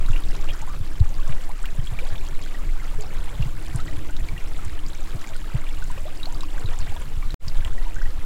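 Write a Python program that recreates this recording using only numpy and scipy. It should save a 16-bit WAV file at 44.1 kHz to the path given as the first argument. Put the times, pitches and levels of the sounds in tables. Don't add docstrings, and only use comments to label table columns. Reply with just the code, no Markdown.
import sys
import numpy as np
from scipy import signal
from scipy.fft import rfft, irfft
from scipy.io import wavfile
from scipy.ndimage import uniform_filter1d

SR = 44100
rng = np.random.default_rng(int(sys.argv[2]) if len(sys.argv) > 2 else 0)


def generate_wav(signal):
    frames = np.transpose(np.atleast_2d(signal))
    scaled = np.clip(frames, -1, 1) * 32767
    pcm = np.round(scaled).astype(np.int16)
    wavfile.write(sys.argv[1], SR, pcm)


N = 363825

# frequency in Hz, relative density in dB per Hz.
WASH_SPECTRUM = [(110, -36), (180, 2.5), (225, 0), (310, -5), (500, -9), (1800, -11.5), (3800, -16.5),
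                 (5800, -22), (8700, -23), (12000, -23.5), (16000, -26.5)]
# time in seconds, gurgle level in dB.
FLOW_LEVEL = [(0.0, -47), (0.48, -44), (0.85, -49), (1.22, -44.5), (1.61, -49.5), (2.02, -45.5),
              (2.55, -47), (2.75, -51), (2.82, -45), (3.03, -46), (4.8, -47.5), (5.2, -45.5), (6.2, -48),
              (6.78, -45), (7.31, -48.5), (7.7, -46.5), (8.25, -49)]
# pitch in Hz, relative level in dB.
CROWD_LEVEL = [(350, -8.5), (700, -4.5), (1500, 0), (3000, 2), (5000, -3.5), (7500, -2.5), (11000, 2)]
# time in seconds, deep rumble level in dB, housing shudder level in dB.
SHAKE_LEVELS = [(0.0, -12, -38), (0.35, -17, -39), (0.9, -20.5, -36), (1.17, -12.5, -38),
                (1.45, -18.5, -43.5), (1.85, -16, -36.5), (2.3, -17.5, -39.5), (2.8, -16.5, -38),
                (3.2, -18, -37.5), (3.6, -21, -35), (4.0, -19, -35.5), (5.2, -19, -40), (5.8, -19, -39),
                (6.2, -20.5, -41), (6.85, -15, -37.5), (7.05, -21, -42.5), (7.5, -15, -37),
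                (7.9, -13, -40.5), (8.25, -17, -38)]
# frequency in Hz, relative density in dB per Hz.
RUMBLE_SPECTRUM = [(1, -8), (2, 0), (4.5, 0), (7.5, -8), (14, -3), (20, -6), (30, -18), (38, -34),
                   (60, -70), (120, -140)]
# frequency in Hz, relative density in dB per Hz.
SHUDDER_SPECTRUM = [(10, -58), (30, -24), (40, 5), (48, 4), (70, 2), (100, -7.5), (140, -5), (190, -15.5),
                    (260, -35), (500, -120)]
# time in seconds, level in dB before the waver.
HUM_LEVEL = [(0.0, -50.5), (0.8, -47.5), (1.2, -56.5), (3.5, -53), (3.9, -44.5), (4.3, -52), (5.1, -50.5),
             (6.1, -57), (6.4, -47), (6.7, -53.5), (8.25, -56)]
# start in seconds, nominal peak in dB, starting pitch in Hz,
# approximate time above half height in ms, pitch climb over that time as a share.
NEAR_BUBBLES = [(0.0621, -32, 3800, 1.1, 0), (0.0857, -29.5, 1330, 2.8, 0), (0.1086, -34, 3480, 1.3, 0),
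                (0.1327, -31, 2750, 3.8, 0), (0.1609, -29, 2310, 4.3, 0.26), (0.238, -33, 3720, 2.2, 0),
                (0.2869, -36, 4580, 1.4, 0), (0.3087, -36.2, 5117, 1.1, 0), (0.3526, -31.5, 3383, 1, 0.24),
                (0.488, -31.5, 2620, 7.6, 0.19), (0.495, -34, 2500, 6.7, 0),
                (0.5064, -28.5, 3080, 2.8, 0.047), (0.537, -37, 4242, 0.8, 0.31),
                (0.5507, -37, 1380, 6.3, 0), (0.6234, -34.5, 827, 11, 0.042), (0.6748, -38, 990, 12, 0.096),
                (0.6959, -37.2, 1181, 17, 0), (1.0014, -32.5, 3750, 0.89, 0.084),
                (1.3229, -34, 1860, 2.9, 0.58), (1.4927, -34, 705, 13, 0.48),
                (1.639, -34.5, 1120, 15.3, 0.88), (1.6568, -23, 2950, 0.72, 0),
                (1.8722, -29, 3100, 1.9, 0.06), (1.989, -24.5, 2260, 2.1, 0.048),
                (2.018, -39, 406, 27, 0.52), (2.0538, -37.5, 765, 10, 0), (2.1548, -36, 2220, 5.5, 0.47),
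                (2.1799, -36, 3540, 3.6, 0), (2.2777, -37, 3200, 2.8, 0), (2.4385, -35.7, 3162, 2.8, 0.06),
                (2.5456, -35.5, 1760, 4.8, 0.097), (2.6913, -37, 2080, 3.9, 0),
                (2.7977, -37, 2040, 7.9, 0.031), (2.9854, -36, 412, 28, 0.032),
                (3.0209, -35.5, 4630, 2.1, 0), (3.0358, -34.5, 736, 8.2, 0.036),
                (3.4255, -27, 2760, 2.1, 0), (3.7957, -34.5, 1225, 11.5, 0.13),
                (3.8027, -33.5, 3980, 1.1, 0), (3.881, -33.5, 1830, 3.1, 0.08),
                (4.0925, -39, 1430, 11, 0.028), (4.1665, -28.5, 3600, 1, 0.053),
                (4.2876, -33, 2170, 2.9, 0), (4.365, -38, 1900, 6, 0), (4.3785, -31, 2740, 2.5, 0),
                (4.59, -39, 1250, 8.4, 0.063), (4.791, -34, 2920, 2.7, 0.05), (4.8643, -31, 4870, 1.2, 0),
                (5.2425, -32, 2100, 4.1, 0.037), (5.2723, -36, 2136, 2.9, 0.16), (5.298, -42, 650, 21, 0),
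                (5.3336, -36, 1940, 4, 0.79), (5.355, -36, 1440, 5.3, 0.016),
                (5.5003, -35, 1310, 3.9, 0.066), (5.6667, -36.5, 2190, 5.2, 0.27),
                (5.689, -33, 3230, 2, 0.072), (5.8225, -32.5, 1440, 5.3, 0.027),
                (5.9012, -32.5, 940, 4.7, 0.053), (5.9756, -37, 506, 18, 0.14),
                (5.9773, -37.5, 1084, 12.7, 0.06), (6.0544, -34, 540, 19, 0.31),
                (6.1989, -36.4, 2505, 3.3, 0.12), (6.231, -26, 3840, 3.4, 0), (6.2568, -26, 4130, 2.3, 0),
                (6.2698, -33, 630, 16, 0.37), (6.3471, -32, 4670, 0.93, 0), (6.4077, -29, 3665, 1.7, 0.038),
                (6.433, -30, 1000, 6.2, 0.13), (6.579, -32, 1520, 3.7, 0.1),
                (6.659, -32.5, 3809, 2.7, 0.022), (6.7337, -36, 1800, 2.8, 0), (6.814, -34, 4380, 2.9, 0),
                (6.8675, -39, 1360, 13, 0.61), (6.9202, -35.5, 747, 12, 0.068),
                (6.963, -34, 850, 4.5, 0.14), (6.965, -36.4, 3230, 3.8, 0.091), (7.2255, -32, 2230, 1.9, 0),
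                (7.228, -36, 1080, 8.4, 0.09), (7.3058, -30, 3940, 1.7, 0), (7.4825, -23, 4650, 0.57, 0),
                (7.6229, -36.2, 1540, 6.2, 0.13), (7.6486, -24, 2671, 1, 0.17),
                (7.7798, -34.5, 1815, 3.3, 0.056), (7.8667, -37.5, 897, 17, 0.024),
                (7.9638, -35, 1440, 5.4, 0.1), (7.9853, -34.5, 1690, 7.9, 0),
                (8.0153, -31.5, 1330, 6.6, 0.32), (8.0556, -36, 1790, 5.3, 0.052)]
# time in seconds, nominal peak in dB, starting pitch in Hz.
GRIP_THUMPS = [(0.099, -19, 106), (0.4985, -29.5, 125), (0.8057, -19, 106), (1.007, -6, 99),
               (1.2928, -22.5, 152), (1.7863, -19, 139.5), (1.917, -24, 135), (2.1234, -23.5, 100),
               (3.397, -15.5, 135), (3.456, -22, 147), (3.7463, -16.5, 138), (3.928, -28, 107),
               (3.9766, -25.5, 94), (4.324, -24.5, 86), (4.332, -29.5, 176), (4.6675, -24.5, 90),
               (5.1463, -24, 127), (5.5443, -15, 141.5), (6.645, -18.5, 108), (6.8195, -25.5, 96),
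               (6.895, -24.5, 91.5), (7.1695, -23.5, 91), (7.4706, -24.5, 144), (7.598, -23.5, 94),
               (7.655, -23.5, 76.4), (7.7195, -28.5, 95), (7.962, -28, 94), (8.078, -29, 84),
               (8.1847, -26, 93)]
# start in seconds, nominal peak in dB, centre in Hz.
NEAR_TICKS = [(0.3647, -31, 5670), (0.413, -33, 6030), (0.5342, -31, 5650), (0.617, -30, 6540),
              (1.092, -34, 6600), (1.4927, -31, 9400), (1.63, -29.5, 8200), (2.4167, -34, 7100),
              (3.0096, -28, 7100), (3.7602, -21.5, 9100), (4.1091, -34, 7700), (4.6498, -31, 8650),
              (4.8848, -31.5, 6860), (5.008, -33.5, 7300), (5.2133, -31, 5970), (5.2737, -32, 6900),
              (5.365, -31, 8800), (5.8416, -32, 6990), (5.916, -30.5, 8580), (6.3257, -33, 7240),
              (6.408, -30, 7950), (6.4343, -29.5, 4900), (6.597, -32.5, 7540), (6.789, -26, 7200),
              (7.017, -33, 7340), (7.648, -32, 7970), (7.7336, -36, 7110)]

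WASH_DB, WASH_FOLLOWS = -47.5, .3
HUM_HZ, HUM_SKIRT_HZ = 306.3, 55.5
TICK_CYCLES, RING_DB_PER_DB = 1.4, 0.1
PORT_HZ, PORT_WIDTH_HZ, PORT_DB = 7430, 720, -3
CUT_S, BACK_S, FADE_S = 7.3435, 7.392, .06
CUT_HEIGHT = .115
EDGE_HZ = 15850


def gain_of(db):
    return 10 ** (np.asarray(db) / 20)


def evened(x):
    return x / np.sqrt(np.mean(x ** 2) + 1e-20)


def read(points, hz):
    f, value = np.transpose(points)
    return np.interp(np.log(hz + .1), np.log(f + .1), value)


def curve(rows, axis):
    rows = np.array(rows)
    return gain_of(np.interp(np.arange(N) / SR, rows[:, 0], rows[:, axis]))


def add(mix, start_s, sound):
    part = mix[round(start_s * SR):][:len(sound)]
    part += sound[:len(part)]


def noise(spectrum):
    hz = np.fft.rfftfreq(N + 1, 1 / SR)
    white = rfft(rng.standard_normal(N + 1))
    return evened(irfft(white * gain_of(read(spectrum, hz)))[:N])


def drift(edge_hz):
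    hz = np.fft.rfftfreq(N + 1, 1 / SR)
    white = rfft(rng.standard_normal(N + 1))
    return evened(irfft(white * (hz > 0) / (1 + (hz / edge_hz) ** 2))[:N])


def scatter(per_s, clump):
    draws = rng.random((round(4 * per_s * N / SR), 6))
    busy = np.exp(clump * drift(9.) - clump ** 2 / 2)
    kept = draws[draws[:, 1] < busy[(draws[:, 0] * N).astype(int)] / 4]
    return np.c_[kept[:, 0] * N / SR, kept[:, 2:]]


def wash():
    frames, hz = N // 128 + 5, np.fft.rfftfreq(512, 1 / SR)
    real, imag, patches = rng.standard_normal((frames, 257, 3)).T
    patches = uniform_filter1d(patches, 8, 0)
    patches = evened(uniform_filter1d(patches, 14, 1))
    patch_db = 2.0 * patches / (1 + hz[:, None] / 5000)
    spectra = (real + 1j * imag) * gain_of(read(WASH_SPECTRUM, hz)[:, None] + patch_db)
    return evened(signal.istft(spectra, nperseg=512, noverlap=384)[1][:N])


def bubble(hz, half_s, climb):
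    t = np.arange(0, 3 * half_s, 1 / SR)
    shape = (1 - np.exp(-t * hz / 0.16)) * np.exp(-.8 * (t / half_s) ** 1.38)
    wobble = np.sin(2 * np.pi * (t * hz * rng.uniform(0.054, .16) + rng.random()))
    pitch_hz = hz * (1 + climb * 1.582 * np.tanh(t / half_s / 1.373) + 0.042 * wobble)
    turns = np.cumsum(pitch_hz) / SR
    return shape / shape.max() * (1 + 0.16 * wobble) * np.sin(2 * np.pi * turns)


def gurgle():
    out = np.zeros(N)
    for start_s, pitch, size, ring, rise in scatter(per_s=700., clump=.45):
        hz = 350 * 30 ** pitch
        size_db = read(CROWD_LEVEL, hz) + 2.8 * min(-np.log(size), 2.5)
        cycles = (3.48 + 11.7 * ring ** 2) * (1000 / hz) ** 0.18
        add(out, start_s, gain_of(size_db) * bubble(hz, cycles / hz, climb=0.432 * rise ** 3))
    return evened(out)


def tick(hz, cycles):
    t = np.arange(0, 6 * cycles / hz + .0005, 1 / SR)
    envelope = np.sqrt(t * hz) * np.exp(-t * hz / cycles) / np.sqrt(cycles / 2 / np.e)
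    ring = envelope * np.sin(2 * np.pi * hz * t)
    u = t / .00005
    return ring + 0.13 * (1 - u) * np.exp(-u)


def fizz():
    out = np.zeros(N)
    for start_s, pitch, size, ring, side in scatter(per_s=120., clump=1.0):
        size_db = 4.7 * min(-np.log(size), 3.5)
        drop = np.sign(side - .5) * tick(3500 * 3.07 ** pitch, .5 + 2.3 * ring)
        add(out, start_s, gain_of(size_db) * drop)
    return evened(out)


def rumble():
    return curve(SHAKE_LEVELS, axis=1) * evened(np.tanh(0.36 * noise(RUMBLE_SPECTRUM)))


def shudder():
    lumps = gain_of(3.6 * np.minimum(drift(19.5), 1.3))
    return curve(SHAKE_LEVELS, axis=2) * evened(noise(SHUDDER_SPECTRUM) * lumps)


def hum():
    band = [(1, -92), (HUM_HZ - 3 * HUM_SKIRT_HZ, -40), (HUM_HZ - HUM_SKIRT_HZ, -9), (HUM_HZ, 0),
            (HUM_HZ + HUM_SKIRT_HZ, -9), (HUM_HZ + 3 * HUM_SKIRT_HZ, -40), (2000, -90)]
    return curve(HUM_LEVEL, axis=1) * gain_of(1.7 * drift(2.4)) * noise(band)


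def splash(db, half_s):
    t = np.arange(0, .02 + half_s, 1 / SR)
    spray = np.diff(uniform_filter1d(rng.standard_normal(len(t) + 1), size=4))
    decay = np.exp(-t / 0.00036) + 0.21 * np.exp(-t / (0.0061 + .3 * half_s))
    return gain_of(db) * evened(spray) * decay


def near_bubbles():
    out = np.zeros(N)
    for start_s, db, hz, half_ms, climb in NEAR_BUBBLES:
        add(out, start_s, gain_of(db) * bubble(hz, half_ms / 1000, climb))
        add(out, start_s, splash(db - 13, half_ms / 1000))
    return out


def thumps():
    out = np.zeros(N)
    for at_s, db, hz in GRIP_THUMPS:
        t = np.arange(0, .08, 1 / SR)
        u = t / .01136
        sag = -np.sin(2 * np.pi * hz * t * (1 - 4.4 * t))
        add(out, at_s - .004, gain_of(db) * (u * np.exp(1 - u)) ** 2.8 * sag)
        t = np.arange(0, .25, 1 / SR)
        sway_shape = (1 - np.exp(-t / 0.0051)) * gain_of(-60 * t / 0.13)
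        sway = sway_shape * np.sin(2 * np.pi * 49 * t)
        add(out, at_s, gain_of(db - 0.5) * sway)
    return out


def near_ticks():
    out = np.zeros(N)
    for start_s, db, hz in NEAR_TICKS:
        cycles = TICK_CYCLES * gain_of(RING_DB_PER_DB * (db + 31))
        add(out, start_s, gain_of(db) * tick(hz, cycles))
    return out


def banks(x):
    t = np.arange(round(.06 * SR)) / SR
    tail = rng.standard_normal(len(t)) * gain_of(-60 * t / 0.038) * (t > .002)
    return x + gain_of(-6.5) * signal.oaconvolve(x, tail / np.linalg.norm(tail))[:N]


def brook():
    flow = curve(FLOW_LEVEL, axis=1)
    swell = evened(flow) ** WASH_FOLLOWS * gain_of(0.66 * drift(4.0))
    far = gain_of(WASH_DB) * swell * wash()
    grains = gurgle() + gain_of(-12.5) * fizz()
    return far + flow * grains + banks(near_bubbles() + near_ticks())


def handling():
    return rumble() + shudder() + thumps()


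def scene():
    return (brook() + handling() + hum())[None]


def record(dry):
    resonance = signal.lfilter(*signal.iirpeak(PORT_HZ, PORT_HZ / PORT_WIDTH_HZ, SR), dry)
    port = dry + gain_of(PORT_DB) * resonance
    t = np.arange(N) / SR
    bend = CUT_HEIGHT - port[0, round(CUT_S * SR) - 1]
    port += bend * np.exp(-((t - CUT_S) / .015) ** 2)
    back = np.sin(np.pi / 2 * np.clip((t - BACK_S) / FADE_S, 0, 1)) ** 2
    gated = port * np.where(t < CUT_S, 1, back)
    low_pass = signal.firwin(1501, EDGE_HZ, window=("kaiser", 9), fs=SR)
    return signal.oaconvolve(gated, low_pass[None], "same")


dry = scene()
out = record(dry)
generate_wav(out)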